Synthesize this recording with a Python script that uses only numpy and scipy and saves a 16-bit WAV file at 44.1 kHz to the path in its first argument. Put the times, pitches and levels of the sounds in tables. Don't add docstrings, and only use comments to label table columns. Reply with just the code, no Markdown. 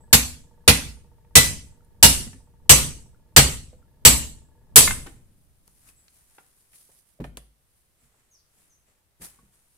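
import sys
import numpy as np
from scipy import signal
from scipy.fft import rfft, irfft
from scipy.io import wavfile
from scipy.ndimage import uniform_filter1d

SR = 44100
rng = np.random.default_rng(int(sys.argv[2]) if len(sys.argv) > 2 else 0)


def dump_mix(stems):
    frames = np.atleast_2d(stems).T
    limited = np.clip(frames, -1, 1)
    pcm = np.round(limited * 32767).astype(np.int16)
    wavfile.write(sys.argv[1], SR, pcm)


def field_ratio(decibels):
    return 10 ** (np.asarray(decibels, dtype=float) / 20)


N = 430857

# start in seconds, blow level in dB, bench thump in dB,
# middle body (600-2000 Hz) in dB, brightness at the top in dB.
HAMMER_BLOWS = [
    (0.128, -4.5, 2, 0.5, 2),
    (0.6772, -4.5, 3.5, 2.5, -1),
    (1.354, 0, -1.5, -2.5, -0.6),
    (2.027, 1.5, -2, -1.4, 2.5),
    (2.694, 2, -1.5, -1, -0.63),
    (3.363, 0, 0, 0, -1.55),
    (4.05, 1, -2, -0.5, 0.55),
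    (4.758, 3.5, -9.5, -0.8, 6),
]


def evened(x):
    return x / np.sqrt(np.mean(x ** 2) + 1e-20)


def read(points, hz):
    f, value = np.transpose(points)
    return np.interp(np.log(hz + 1), np.log(f + 1), value)


def add(mix, s, sound):
    part = mix[..., round(s * SR):][..., :sound.shape[-1]]
    part += sound[..., :part.shape[-1]]


def noise(shape, size=N):
    # frequency in Hz, left-right likeness from 0 to 1.
    likeness = [(30, 0.12), (150, 1), (300, 0.84), (600, 0.43), (1500, 0.015), (12000, 0.0098)]
    hz = np.fft.rfftfreq(size, 1 / SR)
    left, other = rfft(rng.standard_normal((2, size)))
    same = np.clip(read(likeness, hz), 0, 1)
    right = same * left + np.sqrt(1 - same ** 2) * other
    return evened(irfft(np.array([left, right]) * field_ratio(read(shape, hz)), size))


def ring(modes, spread_db=0., detune=0., wide=0., size=30000):
    hz, db, t60 = np.transpose(modes)[..., None]
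    t = np.arange(size) / SR
    db = db + spread_db * rng.standard_normal(db.shape)
    turn = 2 * np.pi * hz * (1 + detune * rng.standard_normal(db.shape)) * t
    lead = wide * rng.uniform(-np.pi, np.pi, (2, len(modes), 1))
    fade = np.minimum((size - np.arange(size)) / (size / 4), 1)
    modes_heard = field_ratio(db - 60 * t / t60) * np.sin(turn + lead)
    return modes_heard.sum(1) * fade / np.sqrt(len(modes))


def garage(x):
    # frequency in Hz, time to die by 60 dB in seconds.
    room_t60 = [(40, .6), (110, .5), (280, .38), (740, .33), (1940, .36), (5120, .37), (9000, .4),
                (13000, .32), (14900, .31), (15400, .24), (15800, .08)]
    patchy_db, build_s = 2.5, 0.0033
    hz, t, z = signal.stft(noise([(20, 0.0064), (20000, 0.0046)], size=36000), SR, nperseg=256)
    patches = uniform_filter1d(rng.standard_normal(z.shape[1:]), size=2, axis=0)
    patches = evened(uniform_filter1d(patches, size=14, axis=1))
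    decay_db = -60 * t / read(room_t60, hz)[:, None]
    tail = signal.istft(z * field_ratio(patchy_db * patches + decay_db), SR, nperseg=256)[1]
    tail = tail * np.minimum(np.arange(tail.shape[1]) / SR / build_s, 1)
    return signal.fftconvolve(x[None], tail / np.linalg.norm(tail[0]), axes=1)


def swell(s, rise, fall, db):
    t = np.arange(N // 32 + 1) * 32 / SR
    return field_ratio(db - 10 * np.maximum((s - t) / abs(rise), (t - s) / abs(fall))) ** 2


def loudness(power):
    return np.interp(np.arange(N) / 32, np.arange(len(power)), np.sqrt(power))


def background():
    # frequency in Hz, level in dB.
    rumble = [(20, -3), (34, -7), (52, -2.5), (90, -7.5), (160, -13), (350, -26), (480, -28), (700, -35.5),
              (1500, -45), (3000, -79.5)]
    # frequency in Hz, level in dB.
    hiss = [(180, -32.5), (300, -3.5), (464, -2), (2520, -8.5), (6770, -11.5), (9160, -7.5), (15100, -10.5),
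            (16500, -24)]
    # peak in seconds, rise in seconds, fall in seconds, level in dB.
    leaning = [
        (5.96, 0.13, 0.12, -67),
        (7.35, 0.07, .05, -52),
        (9.39, .15, .5, -73),
    ]
    air_db, hiss_db = -72, -72.5
    hum_fall_s, hum_db = 0.55, -47.5
    shudder_delay_s, shudder_rise_s, shudder_fall_s = 0.14, 0.086, 0.11
    shudder_db, shudder_growth = -36, 1.9
    power = field_ratio(air_db) ** 2 + sum(swell(*row) for row in leaning)
    power = power + swell(-0.27, .01, hum_fall_s, hum_db)
    for s, db, *_ in HAMMER_BLOWS:
        power = power + swell(s, .003, hum_fall_s, hum_db)
        shudder_level = shudder_db + shudder_growth * db
        power = power + swell(s + shudder_delay_s, shudder_rise_s, shudder_fall_s, shudder_level)
    return loudness(power) * noise(rumble) + field_ratio(hiss_db) * noise(hiss)


def chirp(length, start_hz, end_hz, db):
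    octave_db, octave_db_per_slide, wet_db = -47.5, 85, 1
    t = np.arange(0, length, 1 / SR)
    flutter = evened(uniform_filter1d(rng.standard_normal(len(t)), 120))
    pitch_hz = np.linspace(start_hz, end_hz, len(t)) + 200 * flutter
    turn = 2 * np.pi * np.cumsum(pitch_hz) / SR
    octave = field_ratio(octave_db + octave_db_per_slide * np.log(start_hz / end_hz)) * np.sin(2 * turn)
    dry = (np.sin(turn) + octave) * signal.windows.tukey(len(t), .5)
    out = field_ratio(wet_db) * garage(dry)
    add(out, 0, dry)
    return field_ratio(db) * out


def rocking():
    # first knock in seconds, last in seconds, period in seconds, shrink factor per rock.
    rocks = [(.005, .12, .073, .95), (.364, .67, .075, .943), (.89, 1.35, .079, .949),
             (1.669, 2.02, .0535, .94), (2.251, 2.69, .078, .943), (2.984, 3.36, .074, .955),
             (3.789, 4.04, .064, .945), (4.346, 4.75, .072, .945)]
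    # near edge in dB, far edge in dB.
    edge_levels = [(-48, -48.5), (-50, -56.5), (-49.5, -60.5), (-54.5, -61), (-50, -62.5), (-53.5, -61),
                   (-56, -59.5), (-53.5, -56)]
    # frequency in Hz, level in dB, time to die by 60 dB in seconds.
    near_modes = [(480, -7, 0.22), (600, -7.5, 0.055), (900, 0.5, 0.049), (1130, -7.5, 0.032),
                  (1890, -18.5, 0.082)]
    far_modes = [(454, -5, 0.07), (590, -2.5, 0.038), (900, -1, 0.05), (1690, -9, 0.12)]
    near, far = np.zeros((2, N))
    for (first, last, period, shrink), (near_db, far_db) in zip(rocks, edge_levels):
        gaps = period * shrink ** np.arange(12)
        at = first + np.cumsum(gaps) - gaps
        for train, s, db in ((near, at, near_db), (far, at + .44 * gaps, far_db)):
            level = field_ratio(db + 1.2 * rng.standard_normal(len(s)))
            in_time = s < last
            train[(s[in_time] * SR).astype(int)] = level[in_time]
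    contact = np.minimum(np.arange(6000) / SR / 0.0013, 1)
    dry = 0
    for train, modes in ((near, near_modes), (far, far_modes)):
        dry = dry + signal.oaconvolve(train, ring(modes, size=6000)[0] * contact)[:N]
    return dry + field_ratio(-6.5) * garage(dry)[:, :N]


def bench():
    # frequency in Hz, level in dB, time to die by 60 dB in seconds,
    # first swing with (1) or against (-1) the blow.
    wood = [(59, -11.5, .28, 1), (69, -26, .5, 1), (87.4, 3.2, .091, -1), (138.7, -.6, .124, 1),
            (163, -15, .135, -1), (219.6, -3, .093, 1), (267, -25, .28, 1)]
    delay_s, swell_s = .0012, .019
    hz, db, t60, sense = np.transpose(wood)[..., None]
    t = np.maximum(np.arange(30000) / SR - delay_s, 0)
    db = db + 1.2 * rng.standard_normal(db.shape)
    hz = hz * (1 + .004 * rng.standard_normal(hz.shape))
    swings = sense * field_ratio(db - 60 * t / t60) * np.sin(2 * np.pi * hz * t)
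    return swings.sum(0) * (1 - np.exp(-t / swell_s)) ** 2


def blow(db, thump_db, body_db, top_db, spot, rings):
    # frequency in Hz, level in dB per Hz.
    crack = [(120, -26.5), (200, -10.5), (360, -16), (482, -4.5), (569, -13.5), (821, -10.5), (1210, -11.5),
             (2910, -7.5), (6760, -10), (7830, -7), (11300, -13.5), (12500, -12), (13100, -19),
             (14400, -16.5), (16000, -23)]
    # frequency in Hz, level in dB, time to die by 60 dB in seconds.
    families = [
        [(1840, -8, .03), (2620, -6, .05), (3040, -7, .04), (3500, -6, .03)],
        [(4900, -8, .04), (5850, -8, .04), (6190, -5, .07), (7222, -7, .06)],
        [(7340, -9, .08), (7790, -6, .05), (8050, -7, .05), (8260, -8, .04)],
        [(8750, -5, .04), (9500, -6, .04), (9680, -5, .05), (9960, -4, .06), (10200, -7, .04)],
        [(11000, -10, .04), (11930, -8, .05), (13500, -12, .04)],
    ]
    # frequency in Hz, level in dB, time to die by 60 dB in seconds.
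    vise = [(245, -23, 0.48), (288, -25, .36), (465.7, -19.5, 0.14), (830, -22, .12)]
    # frequency in Hz, left minus right in dB.
    lean = [(60, -.8), (300, -3.3), (1200, -1.5), (2800, -.4), (5500, -1.8), (9500, .3), (13000, 4.5)]
    clatter_s, ring_swell_s, contact_s = 0.021, .007, 0.0009
    ring_db, bench_db, snap_db, drive_db = 7, 4, 25, -1
    wet_db, ring_room_db, steel_room_db, thump_room_db = -3, -13, -3, -9
    spot_colour, lumpy_db, lump_hz = 0.56, 1.24, 286.3

    t = np.arange(30000) / SR
    colour = []
    for hz, level in crack:
        colour.append((hz, level + top_db * min(hz, 11000) / 12000 + body_db * (600 < hz < 2000)))
    clatter = noise(colour, size=30000) * np.exp(-.5 * (t / clatter_s) ** 2)
    steel = sum(field_ratio(level) * ring(modes, 1., detune=.004, wide=1) for level, modes in zip(spot, families))
    notes = field_ratio(ring_db) * ring(rings, wide=0.79) * (1 - np.exp(-t / ring_swell_s))
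    thump = field_ratio(thump_db + bench_db) * (bench() + ring(vise, 2.5, detune=.025))
    snap = irfft(field_ratio(read(colour, np.fft.rfftfreq(512, 1 / SR))))
    snap = np.fft.fftshift(snap) * np.hanning(512)

    to_room = field_ratio(ring_room_db) * notes[0] + field_ratio(steel_room_db) * steel[0] + field_ratio(thump_room_db) * thump[0]
    add(to_room, 0, field_ratio(snap_db) * snap / np.linalg.norm(snap))
    out = field_ratio(wet_db) * garage(to_room)
    add(out, 0, clatter + steel + notes + thump)

    hz = np.fft.rfftfreq(out.shape[1], 1 / SR)
    family_hz = [np.mean(modes, 0)[0] for modes in families]
    spot_db = spot_colour * np.interp(hz, [0] + family_hz, np.r_[0, spot - np.mean(spot)])
    lumps = np.interp(hz / lump_hz, np.arange(100), rng.standard_normal(100))
    lumps_db = lumpy_db * lumps * np.clip(hz / 1000 - .5, 0, 1)
    colour_db = read(lean, hz) * [[.5], [-.5]] + spot_db + lumps_db
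    out = irfft(rfft(out) * field_ratio(colour_db), out.shape[1])[:, :SR]
    return field_ratio(db + drive_db) * out * np.minimum(np.arange(SR) / SR / contact_s, 1) ** 2


def knock(db, hz, t60, thump_db, ring_db):
    # frequency in Hz, level in dB, time to die by 60 dB in seconds.
    table_top = [(54, -9, .45), (140, -7, .2), (172, -2, .09), (231, -1, .07), (330, -7, .05),
                 (480, -9, .05)]
    t = np.arange(16000) / SR
    shape = [(hz / 8, -14), (hz / 2, -3), (hz * 1.2, 0), (hz * 2.5, -16), (hz * 16, -40)]
    burst = noise(shape, size=16000) * field_ratio(-60 * t / (.5 * t60))
    dry = burst + field_ratio(ring_db) * ring([(hz, 3, t60)], size=16000)
    dry = dry * np.minimum(t * hz / 2, 1)
    thump = field_ratio(thump_db) * ring(table_top, size=16000) * (1 - np.exp(-t / 0.0027))
    out = field_ratio(-10.5) * garage(dry[0] + 1.6 * thump[0])
    add(out, 0, dry + thump)
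    return field_ratio(db) * out


def rustle():
    # peak
    # in seconds, rise in seconds, fall in seconds, level in dB, body of the rub in dB.
    cloth_strokes = [(5.1, 0.053, 0.11, -63.5, 2.5), (5.4, 0.24, 0.36, -71.5, -16.5),
                     (5.68, 0.014, 0.033, -65, -6), (5.8, .2, .15, -64, -11.5), (5.89, 0.048, 0.032, -53.5, -5),
                     (6.0, .06, .1, -66.5, -5.5), (6.17, 0.13, .1, -61, -8), (6.36, 0.24, 0.36, -62, -6),
                     (6.6, .05, .08, -63.5, -13), (6.75, 0.028, 0.124, -52, -12.5),
                     (6.99, 0.17, 0.031, -59.5, -14), (7.09, .05, .1, -66, -9), (5.32, .02, 0.047, -82, 3),
                     (6.9, 0.026, .08, -73.5, 4),
                     (7.25, 0.012, 0.0294, -58.5, -6), (7.373, 0.00091, 0.0079, -48.5, 7.5),
                (7.39, .01, 0.054, -74.5, 9), (7.78, .2, .15, -69, -10), (8.04, 0.066, .08, -68, -1),
                (8.2, 0.16, .15, -75, 5), (8.33, .04, .12, -71, -8), (8.6, 0.087, 0.17, -64.5, -2.5),
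                (8.88, 0.027, .1, -77, 8.5), (9.22, 0.0063, 0.048, -43.5, -2.5),
                (9.244, 0.016, 0.037, -41, -9.5), (9.33, 0.028, 0.17, -64, -1),
                (9.535, .02, 0.1406, -65, -5), (9.75, .2, 0.19, -67.5, -10)]
    # time in seconds, left minus right in dB.
    hands = [(5.1, -2), (5.45, 2), (5.89, 2.5), (6.3, 0), (6.75, 1.5), (7.1, -6), (7.4, -1.5), (7.75, -0.5),
             (9.77, 1.5)]
    # frequency in Hz, level in dB per Hz.
    fizz_colour = [(1000, -28.5), (5000, -8.5), (7500, -8), (9500, 2.5), (12000, -3.5), (16000, -13)]
    rub_colour = [(200, 4.5), (600, -1), (2000, 2), (5000, -8.5), (8000, 3.5), (16000, -34)]
    strokes = cloth_strokes
    fizz = loudness(sum(swell(s, rise, fall, db) for s, rise, fall, db, _ in strokes))
    rub = loudness(sum(swell(s, rise, fall, db + body_db) for s, rise, fall, db, body_db in strokes))
    pan_db = np.interp(np.arange(N) / SR, *np.transpose(hands))
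    grain = field_ratio(1.45 * evened(uniform_filter1d(rng.standard_normal(N), 150)))
    cloth = fizz * noise(fizz_colour) + rub * noise(rub_colour)
    return cloth * grain * field_ratio(np.array([pan_db, -pan_db]) / 2)


def scene():
    # start in seconds, length in seconds, start pitch in Hz, end pitch in Hz, level in dB.
    whistles = [(.001, 0.034, 7700, 8000, -65), (0.187, 0.1, 7450, 7270, -48),
                (5.893, 0.042, 8040, 8100, -77), (5.953, 0.053, 7840, 7820, -64.5),
                (7.989, .03, 7820, 7780, -73.5), (8.302, .068, 6900, 5000, -61.5),
                (8.374, 0.049, 4605, 3460, -79), (8.36, .06, 5400, 4300, -72),
                (8.69, 0.058, 6640, 5690, -65)]
    # levels in dB of the five steel families, low to high.
    spots = [(-3.5, -1.5, -2, -3, -3), (-2.5, -3, -11, 1.5, -6.5), (-7, -4.5, -5, -2.5, -5.5),
             (-7.5, -3.5, -6, 0, -6.5), (-7.5, -4, -1, 0, -4.5), (-5.5, -5, -2.5, -4, -6),
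             (-6.5, -4.5, 0, -1.5, -4), (-8, -7, 0, 0, -2.5)]
    # frequency in Hz, level in dB,
    # time to die by 60 dB in seconds.
    blow_rings = [
        [(1250, -5.5, .09), (3580, -6.5, .1), (4420, 6, .07), (7208, 2, 0.066), (7305, -0.5, 0.17),
         (7660, 4, 0.065), (10100, -5, 0.18), (12414, 6, 0.082)],
        [(2000, -5, 0.18), (2855, 2.5, 0.053), (3680, -1.5, .06), (4414, 3, .06), (8860, 1, 0.046),
         (10330, -3, .08), (12200, -6, .16)],
        [(1990, -4, 0.27), (3430, -6, 0.16), (4430, 4.5, 0.048), (7612, 5.5, .06), (7930, -2, .12),
         (10080, 0, 0.092), (12400, -6, .14), (12330, 5, 0.091)],
        [(924.6, -6, .1), (2857, 3, .09), (4200, -8, 0.17), (7230, 1, .05), (7601, 5, .06), (7970, -2.5, .17),
         (12215, 0, 0.098)],
        [(2870, -1.5, .1), (6220, -1, .09), (6815, -4, 0.08), (7945, -3, 0.15), (7985, 1.5, 0.12),
         (8470, -3, 0.11), (12320, 0, .1)],
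        [(1250, 0, .05), (2870, 2, 0.052), (4195, -8, .14), (4400, 3, 0.046), (5988, 3, 0.074),
         (7560, 6.5, 0.062), (7970, -3, .17), (12328, 6, 0.088)],
        [(1840, 0, 0.09), (2860, 4, .07), (4194, -8, .11), (6035, 4, .06), (7680, 5.5, .07), (7975, 0, 0.16),
         (12190, -6.5, .17), (12328, 8, 0.085)],
        [(4431, 0, .05), (7800, 3, .05), (7935, -1, 0.15), (9440, 1, 0.088), (12200, 5, 0.069),
         (12230, -9, .18)],
    ]
    # start in seconds, peak in dB, centre in Hz, time to die by 60
    # dB in seconds, table thump in dB.
    clacks = [(1.248, -61, 2390, .029, -19.5), (2.275, -43.5, 1980, 0.052, -10),
              (2.33, -47.5, 1773, 0.098, -14), (4.807, -13, 2376, 0.049, -30),
              (4.876, -18, 1500, 0.031, -12), (4.908, -23, 1300, 0.034, -14.5),
              (4.91, -23.5, 3600, 0.036, -30.5), (5.06, -39.5, 800, 0.14, -3),
              (5.07, -45, 1810, 0.096, -14.5), (5.082, -52, 2400, .06, -20),
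              (5.069, -39.5, 9850, 0.029, -24.5), (5.612, -62, 10900, 0.011, -22),
              (5.678, -44, 9540, 0.013, -17), (5.679, -54.5, 900, 0.039, -13.5),
              (6.081, -49.5, 4195, 0.044, -24), (6.381, -48, 800, 0.11, -8),
              (6.382, -47.5, 1400, 0.11, -19), (6.733, -59.5, 2300, .12, -20), (6.89, -60, 550, .15, -10),
              (7.2, -31, 401, 0.15, 13), (7.241, -37.5, 1793, 0.094, -3.5), (7.243, -32, 590, 0.084, -14),
              (7.371, -30.5, 3347, 0.01, -5), (7.373, -34.5, 557, 0.054, -22.5),
              (8.025, -64.5, 503, 0.038, 11), (8.14, -63, 1000, 0.09, -11.5), (8.88, -62.5, 499, 0.11, -8),
              (9.389, -61.5, 1500, .06, -10), (9.199, -49, 302, .045, 7.5), (9.212, -38.5, 459, 0.045, -3),
              (.13, -13, 3700, .06, -30), (.678, -9, 3600, .06, -30), (.679, -12, 2000, .06, -30),
             (.68, -14, 480, .12, -30), (.85, -39, 200, .2, -10), (1.357, -12, 3400, .06, -30),
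             (1.56, -42, 220, .2, -10), (2.96, -44, 250, .15, -10), (4.885, -26, 250, .14, -8),
             (5.065, -45, 3000, .1, -20), (5.07, -38, 250, .2, -8), (7.241, -50, 8000, .015, -30),
             (7.3715, -26, 8500, .009, -30)]
    clinks = [(1.806, -62.5, 1350, .03, -30.5), (3.145, -61, 1403, 0.028, -30.5),
              (1.847, -65, 9480, 0.045, -29), (2.262, -36.5, 238.5, 0.17, -12.5),
              (2.343, -45, 251, .1, -15.5), (3.728, -52.5, 504, 0.18, -28), (3.826, -61, 1367, 0.028, -2.5),
              (4.875, -22, 1000, 0.024, -30), (4.875, -26, 1400, 0.035, -29.5),
              (4.876, -21, 1775, 0.031, -31), (4.877, -22.5, 2094, 0.062, -30),
              (4.907, -25, 1000, 0.019, -30), (4.907, -23.5, 1540, 0.028, -30),
              (4.908, -29, 2094, 0.082, -30), (5.07, -51.5, 1520, 0.077, -30),
              (5.066, -57.5, 2096, .04, -30), (5.888, -60, 2554, 0.054, 1.5), (6.31, -71, 900, 0.07, -20),
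              (7.189, -51, 600, 0.034, -18), (7.214, -26.5, 243, 0.054, -16), (8.88, -73, 596.7, .1, -1.5),
              (9.388, -59.5, 1117, 0.078, 13.5), (9.43, -55.5, 198.6, .13, 7.5)]
    mix = background() + rocking() + rustle()
    for s, *row in whistles:
        add(mix, s, chirp(*row))
    for (s, *row), spot, rings in zip(HAMMER_BLOWS, spots, blow_rings):
        add(mix, s, blow(*row, spot, rings))
    for contacts, ring_db in ((clacks, -12.5), (clinks, 1)):
        for s, *row in contacts:
            add(mix, s, knock(*row, ring_db))
    return mix


def low_pass(x):
    return signal.sosfilt(signal.butter(12, 16610, fs=SR, output="sos"), x)


def record(dry):
    top_hz, top_db = 15800, -15
    edge = [0, top_hz - 100, top_hz + 100, SR / 2]
    shelf = signal.firwin2(191, edge, [1, 1, field_ratio(top_db), field_ratio(top_db)], fs=SR)
    clipped = np.clip(dry, -1, 1)
    return low_pass(signal.oaconvolve(clipped, shelf[None], "same"))


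dry = scene()
out = record(dry)
dump_mix(out)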